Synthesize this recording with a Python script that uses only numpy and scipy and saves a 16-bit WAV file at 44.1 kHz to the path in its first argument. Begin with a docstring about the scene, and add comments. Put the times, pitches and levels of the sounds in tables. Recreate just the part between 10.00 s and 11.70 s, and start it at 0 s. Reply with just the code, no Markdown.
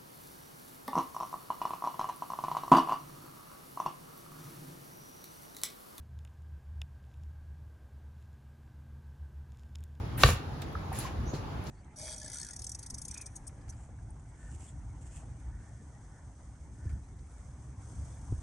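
"""A quiet fenced yard, with a low distant rumble under it. A basketball is set down on a slatted
wooden bench: the skin slaps, the air inside pings, the slats ring and the bench thumps as the ball
settles in a few quick contacts. Hands brush it with a grainy friction. Then shoes scuff, tap and thud
on the brick paving and a bird gives one thin rising chirp. Fences, wall and paving add a short tail."""
import sys
import numpy as np
from scipy import signal
from scipy.fft import rfft, irfft
from scipy.io import wavfile
from scipy.ndimage import uniform_filter1d

SR = 44100
rng = np.random.default_rng(int(sys.argv[2]) if len(sys.argv) > 2 else 0)


def to_wav(s):
    """Save 16-bit WAV."""
    ch = np.atleast_2d(s).T  # columns
    pcm = np.round(np.clip(ch, -1, 1) * 32767)  # PCM
    wavfile.write(sys.argv[1], SR, pcm.astype(np.int16))


N = 74970
T = np.arange(N) / SR
FREQS = np.fft.rfftfreq(N, 1 / SR)

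# stereo image of the ambience and reflections (frequency [Hz], left-right correlation [-1..1])
DIFFUSE_IMAGE = [(60, 0.92), (150, 0.92), (300, 0.78), (600, 0.15), (1500, 0), (5000, 0.055), (12000, 0)]
# stereo image of the close noises (frequency [Hz], left-right correlation [-1..1])
CLOSE_IMAGE = [(100, 0.95), (600, 0.77), (1500, 0.9), (4000, 0.33), (7000, -0.21), (11000, -0.12)]


def amp(db):
    """Decibels to gain."""
    return 10 ** (np.asarray(db) / 20)


def unit_rms(x):
    """Scales to rms 1."""
    return x / np.sqrt(np.mean(x ** 2) + 1e-20)


def curve_at(curve, hz):
    """Reads a (frequency [Hz], value) curve on a log-frequency axis."""
    knots_hz, values = np.transpose(curve)
    return np.interp(np.log(hz + 1), np.log(knots_hz + 1), values)


def equalise(x, eq):
    """Filters by a (frequency [Hz], level [dB]) curve."""
    return irfft(rfft(x) * amp(curve_at(eq, FREQS)), N)


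def tight_pulse(eq):
    """The shortest (minimum-phase) pulse with this EQ curve."""
    log_gain = np.log(amp(curve_at(eq, abs(np.fft.fftfreq(4096, 1 / SR)))))
    return np.fft.ifft(np.exp(np.conj(signal.hilbert(log_gain)))).real[:2048]


def spread(pair, image):
    """Mixes two unrelated noises as mid and side, setting the stereo width by frequency."""
    correlation = np.clip(curve_at(image, FREQS), -.999, .999)
    mid, side = rfft(pair) * np.sqrt([(1 + correlation) / 2, (1 - correlation) / 2])
    return irfft(np.array([mid + side, mid - side]), N)


def envelope(start, rise, t60, decay_after=0):
    """Smooth attack and exponential decay; all times in seconds."""
    age = T - start
    attack = np.sin(np.pi / 2 * np.clip(age / rise, 0, 1)) ** 2
    return attack * 1000. ** (-np.maximum(age - decay_after, 0) / t60)


def mode(start, hz, db, t60, rise):
    """One dying resonance."""
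    return amp(db) * envelope(start, rise, t60) * np.sin(2 * np.pi * hz * (T - start))


def clicks(per_second):
    """Stereo impulses of random timing and polarity."""
    return rng.choice([-1., 1.], (2, N)) * (rng.random((2, N)) < per_second / SR)


def convolve(x, response):
    """Convolution cut to the scene's length."""
    return signal.fftconvolve(np.atleast_2d(x), np.atleast_2d(response), axes=1)[:, :N]


def background():
    """A bed of distant rumble and hiss, its level drifting gently in patches of time and pitch."""
    # tone of the outdoor air (frequency [Hz], relative level [dB])
    air_eq = [(20, -54), (32, -23), (48, -4), (65, 0.5), (82, 0.5), (120, -2.5), (160, -8), (220, -12.5),
              (400, -16), (620, -19.5), (830, -16.5), (1300, -23.5), (2200, -32.5), (4900, -38.5),
              (7100, -46), (8650, -61.5), (10200, -45), (13300, -57), (15500, -53)]
    bed_db, drift_db = -37.5, 1.27
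    noise = spread(equalise(rng.standard_normal((2, N)), air_eq), DIFFUSE_IMAGE)
    spectra = signal.stft(noise, nperseg=1024)[2]
    patches = uniform_filter1d(rng.standard_normal(spectra.shape[1:]), size=10, axis=0)  # across pitch
    patches = unit_rms(uniform_filter1d(patches, size=6, axis=1))  # across time
    bed = signal.istft(spectra * amp(drift_db * patches))[1][:, :N]
    return amp(bed_db) * unit_rms(bed)


def yard_reverb(send):
    """Scattered reflections from fences, wall and paving build quickly and die away."""
    # decay of the reflections (frequency [Hz], t60 [s])
    decay_times = [(100, 0.6), (500, 0.08), (1500, 0.42), (4000, 0.39), (10000, 0.09)]
    # tone of the reflections (frequency [Hz], level [dB])
    return_eq = [(60, -11), (200, 0), (500, 6.5), (1200, -1.5), (2000, -1.5), (4500, -1.5), (12000, 2.5)]
    predelay_s, build_s = 0.002, 0.0086
    reflections = spread(clicks(per_second=3000), DIFFUSE_IMAGE)
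    hz, age, spectra = signal.stft(reflections, SR, nperseg=256)
    decay = amp(-60 * age / curve_at(decay_times, hz)[:, None])
    tail = signal.istft(spectra * decay)[1][:, :N]
    tail *= np.clip((T - predelay_s) / build_s, 0, 1)
    return equalise(convolve(send, tail / np.linalg.norm(tail[0])), return_eq)


def bird():
    """One thin rising chirp; a fast random pitch wobble makes its middle raspy."""
    start_s, length_s, level_db = 1.255, 0.069, -54
    from_hz, to_hz, rasp_cutoff_hz, rasp_depth = 5900, 6710, 300, 0.059
    progress = np.clip((T - start_s) / length_s, 0, 1)
    arch = np.sin(np.pi * progress)
    rasp = unit_rms(signal.lfilter(*signal.butter(2, rasp_cutoff_hz, fs=SR), rng.standard_normal(N)))
    glide_hz = from_hz + (to_hz - from_hz) * progress
    hz = glide_hz * (1 + rasp_depth * arch * rasp)
    return amp(level_db) * np.sqrt(abs(arch)) * np.sin(2 * np.pi * np.cumsum(hz) / SR)


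def scuffs():
    """Hands rub the ball and soles rub brick: dense grains of friction swell, hold and die away."""
    # rubbing strokes (start [s], rise [s], hold [s], release t60 [s], level [dB], grit re rub [dB])
    strokes = [(0.176, 0.05, 0.074, .2, -33, -1), (0.903, 0.078, 0.045, 0.22, -46.5, 1.5),
               (1.024, 0.026, .022, 0.15, -45.5, -21), (1.332, 0.0068, 0.021, .2, -43.5, -14),
               (1.64, .03, .03, .2, -49.5, -8.5)]
    # body of the rubbing (frequency [Hz], relative level [dB])
    rub_eq = [(150, 19), (500, 0), (1500, -0.5), (3000, -4), (4500, -3), (7000, -3.5), (9000, -24.5),
              (16000, -37)]
    # its gritty top (frequency [Hz], relative level [dB])
    grit_eq = [(3000, 3), (6000, -1.5), (7300, 6), (8600, -11.5), (10300, 5.5), (12000, -2.5), (13500, -11),
               (15300, -5)]
    grain_spread_db, grain_mix = 3.5, 0.82
    sizes = amp(grain_spread_db * np.minimum(rng.exponential(1, (2, N)), 4))
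    grains = unit_rms(sizes * clicks(per_second=1200))
    friction = spread(grain_mix * grains + rng.standard_normal((2, N)), CLOSE_IMAGE)
    rub = unit_rms(equalise(friction, rub_eq))
    grit = unit_rms(equalise(friction[:, ::-1], grit_eq))
    return sum(amp(db) * envelope(start, rise, t60, rise + hold) * (rub + amp(grit_db) * grit)
               for start, rise, hold, t60, db, grit_db in strokes)


def taps():
    """Fingers, shoes and grit tap and tick, each a noise burst in its own band."""
    # small hits (time [s], level [dB], centre [Hz], half-width [octaves], rise [s], t60 [s])
    hits = [(0.173, -41, 10800, 0.44, 0.0066, 0.32), (0.173, -41, 1900, .8, 0.0099, 0.19),
            (.617, -35.5, 7900, 1.3, 0.0025, 0.015), (.618, -40.5, 2400, 1.43, 0.0033, 0.066),
            (.728, -51.5, 11000, .6, .001, .015), (.752, -29.5, 1294, .28, 0.0021, 0.037),
            (.917, -32.5, 760, 0.52, 0.0028, 0.052), (.922, -41, 1970, 0.47, 0.0078, 0.075),
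            (.926, -41.5, 10700, .25, 0.0041, .05), (.9875, -28, 9700, 0.3, 0.0011, 0.018),
            (.985, -32, 10500, 0.13, 0.013, 0.076), (.985, -41.5, 4200, 0.23, 0.027, .15),
            (1.048, -30.5, 1047, 0.061, 0.011, 0.071), (1.055, -40.5, 2100, 0.68, 0.019, 0.14),
            (1.333, -27.5, 315, 0.83, .0015, 0.053), (1.334, -46, 4230, 0.13, .012, 0.091),
            (1.638, -48, 10500, 0.22, 0.0034, 0.037), (1.667, -44.5, 4500, 0.59, .003, .04)]
    octaves = np.log2(FREQS + 1)
    out = np.zeros((2, N))
    for start, db, hz, half_width, rise, t60 in hits:
        band = 1 / (1 + ((octaves - np.log2(hz)) / half_width) ** 4)
        noise = irfft(rfft(rng.standard_normal((2, N))) * band, N)
        out += amp(db) * unit_rms(spread(noise, CLOSE_IMAGE)) * envelope(start, rise, t60)
    return out


def footfalls():
    """Feet land on the paving with dull, low thuds."""
    # thuds (time [s], level [dB], pitch [Hz])
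    thuds = [(1.183, -19, 64.5), (1.191, -33.5, 230.5), (1.198, -26.5, 131.4), (1.269, -27, 64.5),
             (1.334, -29, 148), (1.388, -26.5, 109)]
    return sum(mode(start, hz, db, t60=0.14, rise=0.0082) for start, db, hz in thuds)


def ball_on_bench():
    """Each contact slaps the skin, rings the air inside and the slats, and thumps the bench."""
    # the ball lands and settles (time [s], slap gain [dB], ring gain [dB], thump gain [dB], softness [s])
    contacts = [(.2350, 1, 0, 0.5, .00005), (0.2522, -7, -22, -37, 0.0044),
                (0.271, -15, -31, -17.5, 0.00045), (0.282, -8, -19, -28, 0.0043),
                (0.2877, -8, -10.5, -35, 0.0015)]
    # tone of the skin slap (frequency [Hz], relative level [dB])
    slap_eq = [(100, -20.5), (300, -5.5), (600, -0.5), (1200, -12.5), (2500, 0), (4000, -3), (6000, -10),
               (8500, -23), (16000, -33)]
    # the slap direct, then reflected in the ball and off the bench top (delay [s], left gain, right gain)
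    slap_paths = [(.0002, -1.22, -0.95), (.0013, -0.21, -0.86), (.0021, 0.74, 0.38)]
    # ping of the air inside the ball (frequency [Hz], level [dB], t60 [s])
    air_modes = [(1148, -8, .032), (1535, -15, 0.031), (1842, -13.5, 0.039), (2267, -14.5, 0.019),
                 (2806, -17.5, .022), (3160, -17.5, .018), (3290, -16, 0.014), (3970, -14.5, 0.025),
                 (4280, -31, 0.02), (4600, -31.5, 0.055), (5890, -37, 0.05)]
    # ring of the wooden slats (frequency [Hz], level [dB], t60 [s])
    slat_modes = [(313.5, -28.5, 0.047), (419, -22.5, 0.048), (468, -23, 0.099), (552, -12, 0.029),
                  (742, -13.5, 0.019), (827, -20, 0.023), (4540, -34, 0.18)]
    # low thump of the whole bench (frequency [Hz], level [dB], t60 [s], rise [s])
    bench_modes = [(65.6, -1.5, 0.11, 0.0264), (82, -14.5, .3, 0.035), (122.2, 2.5, 0.052, .021)]
    slap_boost_db, crackle_mix, crackle_t60 = 11, 0.15, 0.024
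    attack_s, thump_lag_s = 0.00042, 0.000098
    skin_pulse = amp(slap_boost_db) * tight_pulse(slap_eq)
    out = np.zeros((2, N))
    for start, slap_db, ring_db, thump_db, softness in contacts:
        crackle = spread(rng.standard_normal((2, N)), CLOSE_IMAGE)
        blow = crackle_mix * crackle * envelope(start, attack_s, crackle_t60)
        for delay, left, right in slap_paths:
            blow[:, round((start + delay) * SR)] += left, right
        slap = convolve(blow, skin_pulse)
        ring = sum((-1) ** k * mode(start, hz, db, t60, attack_s)  # alternating polarity
                   for k, (hz, db, t60) in enumerate([*air_modes, *slat_modes]))
        push = np.exp(-2 * np.pi * T / softness)  # a softer contact pushes longer and sounds duller
        out += convolve(amp(slap_db) * slap + amp(ring_db) * ring, push / push.sum())
        out += amp(thump_db) * sum(mode(start + thump_lag_s, *row) for row in bench_modes)
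    return out


def scene():
    """Close foley with a light reverb send and a much wetter bird, over the outdoor bed."""
    foley = ball_on_bench() + scuffs() + taps() + footfalls()
    chirp = bird()
    send = amp(-12) * foley + 0.99 * chirp
    return foley + chirp + yard_reverb(send) + background()


def record(dry):
    """Clips at full scale, then low-passes at 16 kHz."""
    lowpass = signal.firwin(401, 16000, window=("kaiser", 9), fs=SR)
    return signal.oaconvolve(np.clip(dry, -1, 1), lowpass[None], "same")


dry = scene()
out = record(dry)
to_wav(out)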